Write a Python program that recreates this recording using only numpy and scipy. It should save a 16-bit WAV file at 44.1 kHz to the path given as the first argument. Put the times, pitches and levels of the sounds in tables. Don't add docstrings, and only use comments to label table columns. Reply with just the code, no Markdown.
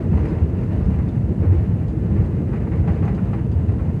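import sys
import numpy as np
from scipy import signal
from scipy.fft import rfft, irfft
from scipy.io import wavfile

SR = 44100
rng = np.random.default_rng(int(sys.argv[2]) if len(sys.argv) > 2 else 0)


def generate_wav(signal):
    frames = np.transpose(np.atleast_2d(signal))
    scaled = np.clip(frames, -1, 1) * 32767
    pcm = np.round(scaled).astype(np.int16)
    wavfile.write(sys.argv[1], SR, pcm)


N = 176400

# frequency in Hz, relative level in dB.
RUMBLE_SPECTRUM = [(20, -43), (33, -26.5), (42, -22), (52, -5), (75, -1), (105, -3.5), (128, -3), (195, -6),
                   (265, -14.5), (400, -44.5), (1000, -90.5)]
# frequency in Hz, width in Hz, level in dB.
FRAME_MODES = [(82.4, 10, -31), (101.6, 7.3, -29.5), (160.6, 25, -39)]
# centre in seconds, level in dB, pitch in Hz.
WHEEL_BUMPS = [(.108, -16, 92), (.152, -15, 82), (.213, -16, 72.5), (0.431, -15.5, 83.6), (.533, -18, 86),
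               (.857, -17, 80), (0.915, -18, 93), (0.985, -14.5, 80), (1.237, -17.5, 86),
               (1.414, -16, 96.4), (1.477, -12.5, 85), (1.521, -9, 94), (1.578, -15, 88.4),
               (1.628, -14.5, 96.3), (2.116, -16, 100), (2.196, -14, 101), (1.724, -19, 95),
               (2.808, -15, 88.4), (2.912, -15, 84), (3.041, -15, 86), (3.578, -15.5, 91),
               (3.695, -18, 91.7)]
# frequency in Hz, width in Hz, level in dB.
DECK_MODES = [(277.8, 30, -43.5), (321.4, 36, -37.5), (362, 81, -42), (436.3, 140, -39), (541, 92, -51.5)]
# time in seconds, relative level in dB.
DRONE_CURVE = [(0, -27.5), (1.15, -31.5), (1.45, -29), (1.8, -33), (2.15, -29.5), (2.9, -28.5), (3.95, -33)]
# peak time in seconds, level in dB, pitch in Hz.
DECK_THUDS = [(.122, -16, 180), (.326, -17, 168.5), (.586, -16, 168.5), (.795, -17, 156), (0.885, -20, 182),
              (0.952, -20.5, 175), (1.31, -25.5, 327), (1.425, -27, 447), (1.44, -23, 325),
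              (1.532, -25, 330), (2.122, -16.5, 189), (2.395, -25, 305), (2.684, -19.5, 185),
              (2.876, -15.5, 170.6), (3.016, -16, 158), (3.105, -18.5, 158), (3.224, -22.5, 191)]
# frequency in Hz, relative level in dB.
ROAR_SPECTRUM = [(100, -10), (350, 3), (600, 1.5), (800, -3), (1100, -10), (1650, -16.5), (2000, -17),
                 (2270, -22), (2750, -21.5), (3300, -32), (4200, -37), (6000, -47), (15000, -75)]
# time in seconds, relative level in dB.
RAIL_ROUGHNESS = [(0, -40.5), (.09, -49.5), (.15, -43.5), (.3, -42), (.45, -47.5), (.62, -48.5), (.82, -43),
                  (1.0, -48.5), (1.37, -50), (1.46, -46), (1.98, -51.5), (2.18, -45), (2.45, -50.5),
                  (2.56, -47.5), (2.81, -50), (2.9, -44), (3.1, -48), (3.3, -45.5), (3.47, -51.5),
                  (3.7, -48.5), (3.95, -48)]
# frequency in Hz, relative level in dB.
RATTLE_SPECTRUM = [(1500, -20), (2800, 0), (4800, 0), (5600, -9), (6350, -1), (7100, -8), (8600, -7),
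                   (11000, -16), (15500, -28)]
# start in seconds, level in dB, decay in seconds, brightness in dB per octave.
JOLTS = [(.128, -24, 0.03, -5), (.168, -34, 0.054, -3), (0.201, -45.5, .1, 1), (.251, -38.5, .015, 1),
         (.272, -41, 0.076, -3.5), (.329, -38, 0.034, -3), (.38, -37, .02, -2.5), (.58, -48.5, 0.055, 2.5),
         (.627, -41.5, 0.016, 2), (.655, -35.5, .018, -4.5), (.735, -41, .05, -9), (.806, -37, .022, -4),
         (.927, -45, 0.037, 0), (.985, -38, 0.028, -2.5), (1.071, -47, 0.024, 0.5), (1.327, -38, .028, -9),
         (1.425, -41, 0.075, -2.5), (1.52, -46, 0.12, 2), (2.029, -32, .03, -5), (2.161, -30, 0.055, -4.5),
         (2.47, -46.5, 0.023, 2), (2.555, -42.5, 0.062, 0), (2.618, -43, 0.015, -2.5),
         (2.668, -37.5, 0.015, -2.5), (2.715, -37, 0.077, -3), (2.838, -35, 0.034, -3.5),
         (2.888, -33, 0.022, -7.5), (2.961, -38.5, 0.034, -2.5), (3.022, -39, 0.066, -3.5),
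         (3.048, -33.5, 0.064, -4.5), (3.174, -27, 0.027, -4.5), (3.388, -41.5, 0.014, -2),
         (3.585, -37, .04, -5), (3.682, -36.5, 0.022, -3), (3.79, -37.5, 0.02, -3.5)]
# frequency in Hz, relative level in dB.
CLATTER_SPECTRUM = [(150, -22), (450, 0), (850, -1), (1400, -6), (2050, -6), (2800, -15), (3500, -28),
                    (6500, -37), (10000, -44), (15500, -58)]
# start in seconds, level in dB, ring brightness in dB per octave.
COUPLING_SNAPS = [(2.53, -37, 5), (2.875, -31, -1), (3.026, -35, -3), (3.076, -32.5, 0), (3.33, -33, -3)]
# frequency in Hz, relative level in dB.
COUPLING_MODES = [(807, 7), (953, -4), (1147, -1), (1292, -4.5), (1572, -12.5), (1760, -10), (1960, -5.5)]
# start in seconds, level in dB, ring pitch in Hz, ring against splash in dB.
METAL_TICKS = [(.187, -61, 6300, 0), (.25, -65, 4540, -8), (.285, -56.5, 5080, -3), (.839, -64, 5030, 15),
               (1.086, -55, 3520, -2), (1.881, -57, 4160, -8), (1.896, -63, 4550, -11),
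               (2.873, -69, 4600, 5), (3.052, -56.5, 6400, -5), (3.146, -56, 4780, -8),
               (3.516, -56.5, 4720, -2.5), (3.684, -61, 4070, -8)]
# frequency in Hz, relative level in dB.
HISS_SPECTRUM = [(1000, 0), (4800, 0), (5500, -3), (6300, 0), (7100, -2), (8700, -1.5), (9200, -4),
                 (10200, -4), (11000, -7), (11900, -7), (13000, -10.5), (15500, -15)]

RUMBLE_DB, ROAR_DB, RATTLE_DB, HISS_DB = -21, -39, -70.5, -66.8
TILT_PIVOT_HZ = 1000


def frame_rumble():
    out = amp(RUMBLE_DB) * colour(rng.standard_normal(N), RUMBLE_SPECTRUM)
    out += sum(amp(db) * ringing(hz, width, N) for hz, width, db in FRAME_MODES)
    t = np.arange(SR // 2) / SR
    swell = np.exp(-.5 * ((t - t.mean()) / .014) ** 2)
    for centre, db, hz in WHEEL_BUMPS:
        add(out, centre - t.mean(), amp(db) * shaped(swing(hz, len(t), width_hz=23), swell))
    return out


def deck():
    drone = sum(amp(db) * ringing(hz, width, N) for hz, width, db in DECK_MODES)
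    out = amp(around_mean(DRONE_CURVE)) * drone
    rise_s = .00836
    for peak, db, hz in DECK_THUDS:
        thud = blow(swing(hz, SR // 2, width_hz=57.6), rise_s, decay_s=.023)
        add(out, peak - rise_s, amp(db) * thud)
    return out


def wheels():
    rough_db = around_mean(RAIL_ROUGHNESS)
    flutter_db = .87 * waver(low_hz=4.5, high_hz=30)
    roar = colour(ironwork(rng.standard_normal(N)), ROAR_SPECTRUM)
    roar *= amp(ROAR_DB + .62 * rough_db + flutter_db)
    rattle = colour(impacts(per_s=450, spread_db=2.6, size=N), RATTLE_SPECTRUM)
    rattle *= amp(RATTLE_DB + rough_db + flutter_db)
    return roar + rattle


def ironwork(x):
    t = np.arange(SR // 5) / SR
    ring = rng.standard_normal(len(t)) * np.exp(-t / .014)
    ring /= np.linalg.norm(ring)
    return x + amp(-11) * irfft(rfft(x) * rfft(ring, N), N)


def clatter():
    out = np.zeros(N)
    for start, db, decay_s, bright_db in JOLTS:
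        hits = impacts(per_s=1000, spread_db=2, size=SR // 2)
        burst = colour(hits, CLATTER_SPECTRUM, bright_db)
        add(out, start, amp(db) * blow(burst, rise_s=.0038, decay_s=decay_s))
    return out


def clanks():
    out = np.zeros(N)
    t = np.arange(SR // 2) / SR
    for start, db, bright_db in COUPLING_SNAPS:
        ring = np.zeros(len(t))
        for hz, mode_db in COUPLING_MODES:
            gain = amp(mode_db + bright_db * np.log2(hz / TILT_PIVOT_HZ))
            ring += gain * np.sin(2 * np.pi * (hz * t + rng.random()))
        crack = colour(rng.standard_normal(len(t)), CLATTER_SPECTRUM)
        add(out, start, amp(db) * blow(unit(ring) + crack, rise_s=.003, decay_s=.026))
    return out


def ticks():
    out = np.zeros(N)
    for start, db, hz, ring_db in METAL_TICKS:
        splash = colour(rng.standard_normal(SR // 2), RATTLE_SPECTRUM, tilt_db=-3)
        ring = amp(ring_db) * swing(hz, SR // 2, width_hz=220)
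        add(out, start, amp(db) * blow(splash + ring, rise_s=.001, decay_s=.015))
    return out


def hiss():
    return amp(HISS_DB) * colour(rng.standard_normal(N), HISS_SPECTRUM)


def ringing(hz, width_hz, size):
    detune = (np.fft.rfftfreq(size, 1 / SR) - hz) / (width_hz / 2)
    return unit(irfft(rfft(rng.standard_normal(size)) / (1 + .5 * detune ** 2) ** 2, size))


def swing(hz, size, width_hz, steadiness=.85):
    analytic = signal.hilbert(ringing(hz, width_hz, size))
    return unit(analytic.real / (abs(analytic) + .1) ** steadiness)


def impacts(per_s, spread_db, size, ring_s=.006):
    t = np.arange(SR // 20) / SR
    out = np.zeros(size)
    for _ in range(4):
        struck = rng.random(size) < per_s / SR / 4
        strength = amp(spread_db * np.minimum(rng.exponential(1, size), 4))
        ring = rng.standard_normal(len(t)) * np.exp(-t / ring_s)
        out += signal.oaconvolve(struck * strength, ring)[:size]
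    return unit(out)


def colour(x, spectrum, tilt_db=0):
    hz = np.fft.rfftfreq(len(x), 1 / SR) + 1
    points_hz, points_db = np.transpose(spectrum)
    db = np.interp(np.log(hz), np.log(points_hz), points_db) + tilt_db * np.log2(hz / TILT_PIVOT_HZ)
    return unit(irfft(rfft(x) * amp(db), len(x)))


def waver(low_hz, high_hz):
    t = np.arange(0, N, 100) / SR
    rates = np.geomspace(low_hz, high_hz, num=20)
    drift = sum(np.sin(2 * np.pi * (hz * t + rng.random())) / np.sqrt(hz) for hz in rates)
    return unit(np.interp(np.arange(N) / SR, t, drift))


def blow(x, rise_s, decay_s):
    t = np.arange(len(x)) / SR
    return shaped(x, np.minimum(t / rise_s, 1) * np.exp(-np.maximum(t - rise_s, 0) / decay_s))


def shaped(x, envelope):
    return unit(x * envelope) * np.sqrt(np.mean(envelope ** 2))


def around_mean(curve):
    times, db = np.transpose(curve)
    return np.interp(np.arange(N) / SR, times, db - db.mean())


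def add(mix, start_s, sound):
    first = round(start_s * SR)
    sound = sound[max(-first, 0):]
    part = mix[max(first, 0):][:len(sound)]
    part += sound[:len(part)]


def amp(db):
    return 10 ** (np.asarray(db) / 20)


def unit(x):
    return x / np.sqrt(np.mean(x ** 2) + 1e-20)


def scene():
    return (hiss() + frame_rumble() + deck() + wheels() + clatter() + clanks() + ticks())[None]


def record(dry):
    t = np.arange(N) / SR
    fades = np.sin(np.pi / 2 * np.minimum(np.minimum(t, t[::-1]) / .004, 1)) ** 2
    bass_cut = signal.butter(N=4, Wn=38, btype="high", fs=SR, output="sos")
    band_limit = signal.firwin(511, 15700, window=("kaiser", 9), fs=SR)
    return signal.oaconvolve(signal.sosfilt(bass_cut, dry) * fades, band_limit[None], "same")


dry = scene()
out = record(dry)
generate_wav(out)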